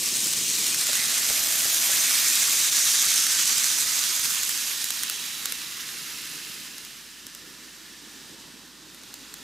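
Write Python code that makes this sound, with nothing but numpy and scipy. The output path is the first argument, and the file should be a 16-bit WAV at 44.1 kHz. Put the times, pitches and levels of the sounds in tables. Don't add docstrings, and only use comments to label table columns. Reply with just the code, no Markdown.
import sys
import numpy as np
from scipy import signal
from scipy.fft import rfft, irfft
from scipy.io import wavfile
from scipy.ndimage import uniform_filter1d

SR = 44100
rng = np.random.default_rng(int(sys.argv[2]) if len(sys.argv) > 2 else 0)


def wrap_up_sound(samples):
    columns = np.atleast_2d(samples).T
    tamed = np.clip(columns, -1, 1)
    steps = np.round(tamed * 32767).astype(np.int16)
    wavfile.write(sys.argv[1], SR, steps)


N = 415863
T = np.arange(N) / SR
FRAME, OVERLAP = 1024, 768
HZ = np.fft.rfftfreq(FRAME, 1 / SR)

# start_s [s], level_db [dB]
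ROLL_LEVEL = [(0, -26), (.5, -25), (.72, -24.5), (1.7, -23), (1.95, -21.5), (2.6, -21.5), (2.92, -21),
              (3.75, -23), (4.45, -26.5), (5.15, -32), (5.75, -35), (6.42, -36.5), (7.1, -44.5),
              (7.95, -45.5), (8.22, -44.5), (8.7, -48.6), (9.1, -46), (9.43, -44.5)]
HISS_DIPS = [.763, 2.708, 3.275, 3.857]


def wheels(trim_db=0.26, near_grit=0.45, far_grit=0.22, grit_hz=6500, dip_db=3.5, dip_s=0.013):
    near = nearness(T)
    hz = np.fft.rfftfreq(N, 1 / SR)
    grit_share = far_grit + (near_grit - far_grit) * near
    smooth = rng.standard_normal((2, N))
    rough = np.sqrt(1 - grit_share) * rng.standard_normal((2, N))
    rough = rough + np.sqrt(grit_share) * grit(per_s=900, spread_db=3.5)

    treble = hz ** 2 / (hz ** 2 + grit_hz ** 2)
    drive = irfft(np.sqrt(treble) * rfft(rough) + np.sqrt(1 - treble) * rfft(smooth), N)

    dips_db = dip_db * sum(np.exp(-((T - s) / dip_s) ** 2) for s in HISS_DIPS)
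    chatter_rms_db = 0.3071 + 0.2739 * near
    chatter_db = chatter_rms_db * waver(rate_hz=21)
    level_db = follow(ROLL_LEVEL, T)[0] + trim_db + chatter_db - dips_db
    return radiate(drive, rolling_colour) * amp(level_db)


def grit(per_s, spread_db, length_s=0.00024):
    happens = rng.random(N) < per_s / SR
    size = happens * amp(spread_db * np.minimum(rng.exponential(1, N), 4))
    contact = np.exp(-abs(np.arange(-128, 129)) / (length_s * SR))
    power = np.convolve(size ** 2, contact, "same")
    return evened(np.sqrt(power) * rng.standard_normal((2, N)))


# pitch_hz [Hz], level_db [dB per Hz]
COMING_SPECTRUM = [(300, -35), (550, -25), (800, -19.5), (1050, -13.5), (1400, -14.5), (2000, -8.5),
                   (3200, -2.5), (4600, -3), (6500, 0.5), (8500, -0.5), (10700, -7), (13000, -10),
                   (15400, -14)]
ALONGSIDE_SPECTRUM = [(300, -37), (550, -27.5), (800, -21), (1050, -15.5), (1400, -10.5), (2000, -9.0),
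                      (3200, -5), (4600, -4.5), (6500, 0.0), (8500, -2.5), (10700, -8), (13000, -10),
                      (15400, -18)]
LEAVING_SPECTRUM = [(300, -32), (550, -20.5), (800, -14.5), (1050, -8), (1400, -4), (2000, -2),
                    (3200, -0.5), (4600, -0.5), (6500, 0), (8500, -4.5), (10700, -5), (13000, -8.5),
                    (15400, -14.5)]
FAR_SPECTRUM = [(300, -20), (550, -8), (800, -7), (1050, -1), (1400, 1), (2000, -3), (3200, -1), (4600, 1),
                (6500, -1.5), (8500, -4.5), (10700, -13), (13000, -13.5), (15400, -20)]
# pitch_hz [Hz], width_hz [Hz], near_lift_db [dB], far_lift_db [dB]
RESONANCES = [(940, 320, -1, 2), (1790, 115, 1.5, 4), (2330, 160, 0.5, -1.5), (2680, 120, -0.5, 2.5),
              (3000, 200, -1.5, 0.5), (3830, 400, 1, 2.5), (4900, 200, 0.5, 1.5), (6640, 400, -0.2, -1),
              (11840, 390, 2, 4.5), (13200, 450, 2, 1)]
# pitch_hz [Hz], width_hz [Hz], top_s [s], rise_s [s], fall_s [s], lift_db [dB]
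SINGING_TRACK = [(2000, 300, .98, 0.12, .25, 4.5), (4160, 890, 1.07, .25, .3, 2.5),
                 (2380, 340, 2.34, .4, 0.22, 3.5), (3850, 280, 5.45, .7, 0.34, 3.5),
                 (2850, 280, 6.3, 1.0, 1.0, 3), (1750, 150, 8, .8, 0.95, 2.5), (860, 220, 8.6, .7, 1.0, 6),
                 (570, 140, 9.4, .7, .7, 6)]
# top_s [s], rise_s [s], fall_s [s], lift_db [dB]
HOLLOW_BED = (1.4, .6, 1, 0.96)
# top_s [s], rise_s [s], fall_s [s], lift_db [dB]
MOTOR_WHIRR = (2.95, 0.44, 1.4, 1.8)
# top_s [s], rise_s [s], fall_s [s], lift_db [dB]
FLANGE_FIZZ = [(1.48, 0.23, 0.87, 5), (4.6, 0.59, .6, 2)]


def rolling_colour(t, ripple_db=1.06, flicker_db=1.04):
    near = nearness(t)
    places = (COMING_SPECTRUM, ALONGSIDE_SPECTRUM, LEAVING_SPECTRUM, FAR_SPECTRUM)
    colour = at_place([read(points, HZ) for points in places], t)
    for hz, width_hz, near_db, far_db in RESONANCES:
        colour = colour + np.outer(resonance(hz, width_hz), near * near_db + (1 - near) * far_db)
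    for hz, width_hz, *passing in SINGING_TRACK:
        colour = colour + np.outer(resonance(hz, width_hz), swell(t, *passing))

    hollow_band = np.exp(-np.log((HZ + 1) / 1700) ** 2 / .4)
    whirr_band = np.exp(-((HZ - 5900) / 1100) ** 2)
    fizz_band = (1 + np.tanh((HZ - 11000) / 1400)) / 2
    colour = colour + np.outer(hollow_band, swell(t, *HOLLOW_BED))
    colour = colour + np.outer(whirr_band, swell(t, *MOTOR_WHIRR))
    colour = colour + np.outer(fizz_band, sum(swell(t, *row) for row in FLANGE_FIZZ))

    ripple = ripple_db * patches(t, size=(2, 110))
    flicker = flicker_db * near * patches(t, size=(16, 7))
    return colour + ripple + flicker


# start_s [s], level_db [dB, before the gains in joints()],
# second_axle_s [s after the first; 0 when only one axle strikes]
RAIL_JOINTS = [(.269, -11, .064), (.744, -10, 0), (.867, -10, .063), (.953, -10, 0), (1.298, -9.5, 0),
               (2.429, -9.5, 0), (3.266, -8, 0), (3.58, -8, .061), (3.784, -11, 0), (4.194, -12, .062),
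               (4.244, -12, .061), (4.346, -13.5, 0), (4.4315, -9.5, .061), (4.841, -10.7, .063),
               (5.033, -10, .064), (5.4555, -10.5, .066), (6.7805, -25, .068), (7.266, -24.3, .082),
               (8.945, -32, .089), (9.1395, -23.3, 0), (9.339, -23, 0)]
# pitch_hz [Hz], level_db [dB per Hz]
TICK_SPECTRUM = [(500, -16), (1000, -11.5), (1500, 0.5), (2600, -7), (3900, 2), (5000, -1), (7000, 2.5),
                 (10000, 0.5), (13000, -1), (15500, -3.5)]


def joints(level_db=-7.5, near_db=-2, crossing_s=0.0018, tail_db=-21, tail_s=0.0068):
    t = np.arange(SR // 10) / SR
    u = t / crossing_s
    contact = (u * np.exp(1 - u)) ** 3
    tail = amp(tail_db) * np.minimum(u, 1) * np.exp(-t / tail_s)
    shape = contact + tail

    blows = np.zeros(N)
    for s, db, gap_s in RAIL_JOINTS + faint_joints():
        axles_s = [s, s + gap_s] if gap_s > crossing_s else [s]
        for axle_s in axles_s:
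            part = blows[round(axle_s * SR):][:len(t)]
            part += amp(db) * shape[:len(part)]

    rattle = evened(np.tanh(rng.standard_normal((2, N))))
    drive = blows * rattle * amp(level_db + near_db * nearness(T) ** 2)
    return radiate(drive, lambda t: read(TICK_SPECTRUM, HZ)[:, None])


def faint_joints(count=40, per_s=1.5, over_roll_db=1, axle_gap_s=0.068):
    wait, strength = rng.random((count, 2)).T
    times = np.cumsum(-np.log(1 - wait)) / per_s
    levels = follow(ROLL_LEVEL, times)[0] + over_roll_db + 20 * np.log10(.5 + strength)
    return [(s, db, axle_gap_s) for s, db in zip(times, levels)]


# start_s [s], level_db [dB]
RUMBLE_LEVEL = [(0, -46.5), (.55, -46), (.95, -50), (3.5, -53.5), (4.05, -53.5), (4.9, -56.3), (6.4, -53.5),
                (7.15, -58.5), (7.5, -53), (7.95, -57.5), (8.35, -51.5), (8.75, -56.5), (9.43, -54)]
# pitch_hz [Hz], level_db [dB per Hz]
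BOARD_SPECTRUM = [(20, -34), (50, -18), (75, -12), (115, -6.5), (155, -.5), (210, 0), (290, 1), (380, -3.5),
                  (470, -6.5), (620, -13.5), (1000, -27), (2000, -90)]


def board(lumpy_db=1.67, boom_hz=290, boom_width_hz=70, near_boom_db=-3.0, far_boom_db=3):
    def colour(t):
        boom_db = far_boom_db + (near_boom_db - far_boom_db) * nearness(t)
        mode = np.exp(-((HZ - boom_hz) / boom_width_hz) ** 2)
        return read(BOARD_SPECTRUM, HZ)[:, None] + np.outer(mode, boom_db)

    rumble = radiate(rng.standard_normal((2, N)), colour)
    return rumble * amp(follow(RUMBLE_LEVEL, T)[0] + lumpy_db * waver(rate_hz=32))


# start_s [s], thump_db [dB], bed_ring_db [dB]
CAR_BUMPS = [(0.889, -50, -36.5), (1.299, -43, -39), (1.399, -54, -42), (1.649, -47, -41.5),
             (1.889, -52, -37), (3.269, -55, -65), (3.849, -44, -45), (4.189, -47, -55)]
# top_s [s], rise_s [s], fall_s [s], lift_db [dB]
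BED_DRONE = (1.54, 1, 1.5, 30)


def bumps(knock_db=-0.5, drone_rest_db=-78.5, peak_s=0.0058):
    thump, knock = np.zeros(N), np.zeros(N)
    for s, thump_db, bed_db in CAR_BUMPS:
        age = np.maximum(T - s, 0) / peak_s
        blow = age * np.exp(1 - age)
        thump += amp(thump_db) * blow
        knock += amp(bed_db + knock_db) * blow
    drone = amp(drone_rest_db + swell(T, *BED_DRONE))
    bed = knock * band(lo_hz=420, hi_hz=900) + drone * band(lo_hz=600, hi_hz=760)
    thump_sides = amp([[-8], [-2]])
    bed_sides = amp([[-12], [5]]) * [[-1], [1]]
    return thump * band(lo_hz=28, hi_hz=140) * thump_sides + bed * bed_sides


def hum(pitch_hz=50.4, left_db=-71, right_db=-69):
    tone = np.sqrt(2) * np.sin(2 * np.pi * pitch_hz * T)
    return tone * amp([[left_db], [right_db]])


# pitch_hz [Hz], correlation [-1 to 1]
LIKENESS = [(60, 1), (350, 0.89), (600, 0.87), (850, 0.54), (1300, 0.86), (2500, 0.97), (9000, 0.87),
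            (15000, 1)]
# pitch_hz [Hz], coming_db [dB], alongside_db [dB], leaving_db [dB], far_db [dB]
LEFT_MINUS_RIGHT = [(60, -2, 4, -3, -7), (180, -2.5, -20, -8, -2), (418, 0.5, -15.5, 2, -7.5),
                    (710, -12, -18, -13, 0), (1060, -13, -17, -12.5, -3), (1440, 1, -7, -1, -2),
                    (2800, 1.5, -3.5, -4, 2), (6000, -0.3, -1.1, -1, -3), (12000, 0.5, -0.6, 0, -.4)]
# top_s [s], rise_s [s], fall_s [s], left_minus_right_db [dB]
EXIT_LEAN = (4, 0.7, 2, -2.5)


def radiate(drive, colour, flip_db=-13, flip_width_db=3):
    _, t, (direct, diffuse) = signal.stft(drive, SR, nperseg=FRAME, noverlap=OVERLAP)
    pan_hz, *pans = np.transpose(LEFT_MINUS_RIGHT)
    pan_db = at_place([read(list(zip(pan_hz, p)), HZ) for p in pans], t)
    lean_band = np.exp(-np.log((HZ + 1) / 3500) ** 2)
    pan_db = pan_db + np.outer(lean_band, swell(t, *EXIT_LEAN))

    flip = (1 + np.tanh((flip_db - pan_db) / flip_width_db)) / 2
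    pan = amp(pan_db) * np.exp(-1j * np.pi * flip)

    same = np.clip(read(LIKENESS, HZ), -1, 1)[:, None]
    shared = np.sqrt((1 + same) / 2) * direct
    apart = np.sqrt((1 - same) / 2) * diffuse
    sides = np.array([(shared + apart) * pan, shared - apart])
    sides = sides * 2 / abs(1 + pan)

    gain = amp(colour(t))
    gain = gain / np.sqrt(np.mean(gain ** 2, axis=0))
    return signal.istft(sides * gain, SR, nperseg=FRAME, noverlap=OVERLAP)[1][:, :N]


# start_s [s], place [0 coming, 1 alongside, 2 leaving, 3 far side]
TRAIN_PLACE = [(0, 0), (.65, 0.22), (1.0, 1.1), (1.8, 1.07), (3.7, 1.14), (4.9, 1.5), (5.5, 2), (6.3, 2),
               (8.0, 2.5)]


def at_place(spectra, t):
    place = np.clip(follow(TRAIN_PLACE, t)[0], 0, 3)
    return sum(np.outer(s, np.maximum(1 - abs(place - k), 0)) for k, s in enumerate(spectra))


def nearness(t, far_db=-44, near_db=-27):
    return np.clip((follow(ROLL_LEVEL, t)[0] - far_db) / (near_db - far_db), 0, 1)


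def swell(t, top_s, rise_s, fall_s, db):
    return db * np.exp(-((t - top_s) / np.where(t < top_s, rise_s, fall_s)) ** 2)


def resonance(hz, width_hz):
    return 1 / (1 + (2 * (HZ - hz) / width_hz) ** 2)


def patches(t, size):
    field = rng.standard_normal((len(HZ), len(t)))
    field = uniform_filter1d(field, size[0], axis=0)
    return evened(uniform_filter1d(field, size[1], axis=1))


def waver(rate_hz):
    f = np.fft.rfftfreq(N, 1 / SR)
    shape = f / (f + 2) / (1 + (f / rate_hz) ** 2)
    return evened(irfft(rfft(rng.standard_normal(N)) * shape, N))


def band(lo_hz, hi_hz):
    edges = signal.butter(2, [lo_hz, hi_hz], "band", fs=SR, output="sos")
    return evened(signal.sosfilt(edges, rng.standard_normal(N)))


def read(points, hz):
    f, value = np.transpose(points)
    return np.interp(np.log(hz + 1), np.log(f + 1), value)


def follow(rows, t):
    s, *columns = np.transpose(rows)
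    return [np.interp(t, s, c) for c in columns]


def amp(db):
    return 10 ** (np.asarray(db) / 20)


def evened(x):
    return x / np.sqrt(np.mean(x ** 2) + 1e-20)


def scene():
    return wheels() + joints() + board() + bumps() + hum()


def record(dry, edge_hz=15600):
    lowpass = signal.firwin(511, edge_hz, window=("kaiser", 9), fs=SR)
    return signal.oaconvolve(dry, lowpass[None], "same")


dry = scene()
out = record(dry)
wrap_up_sound(out)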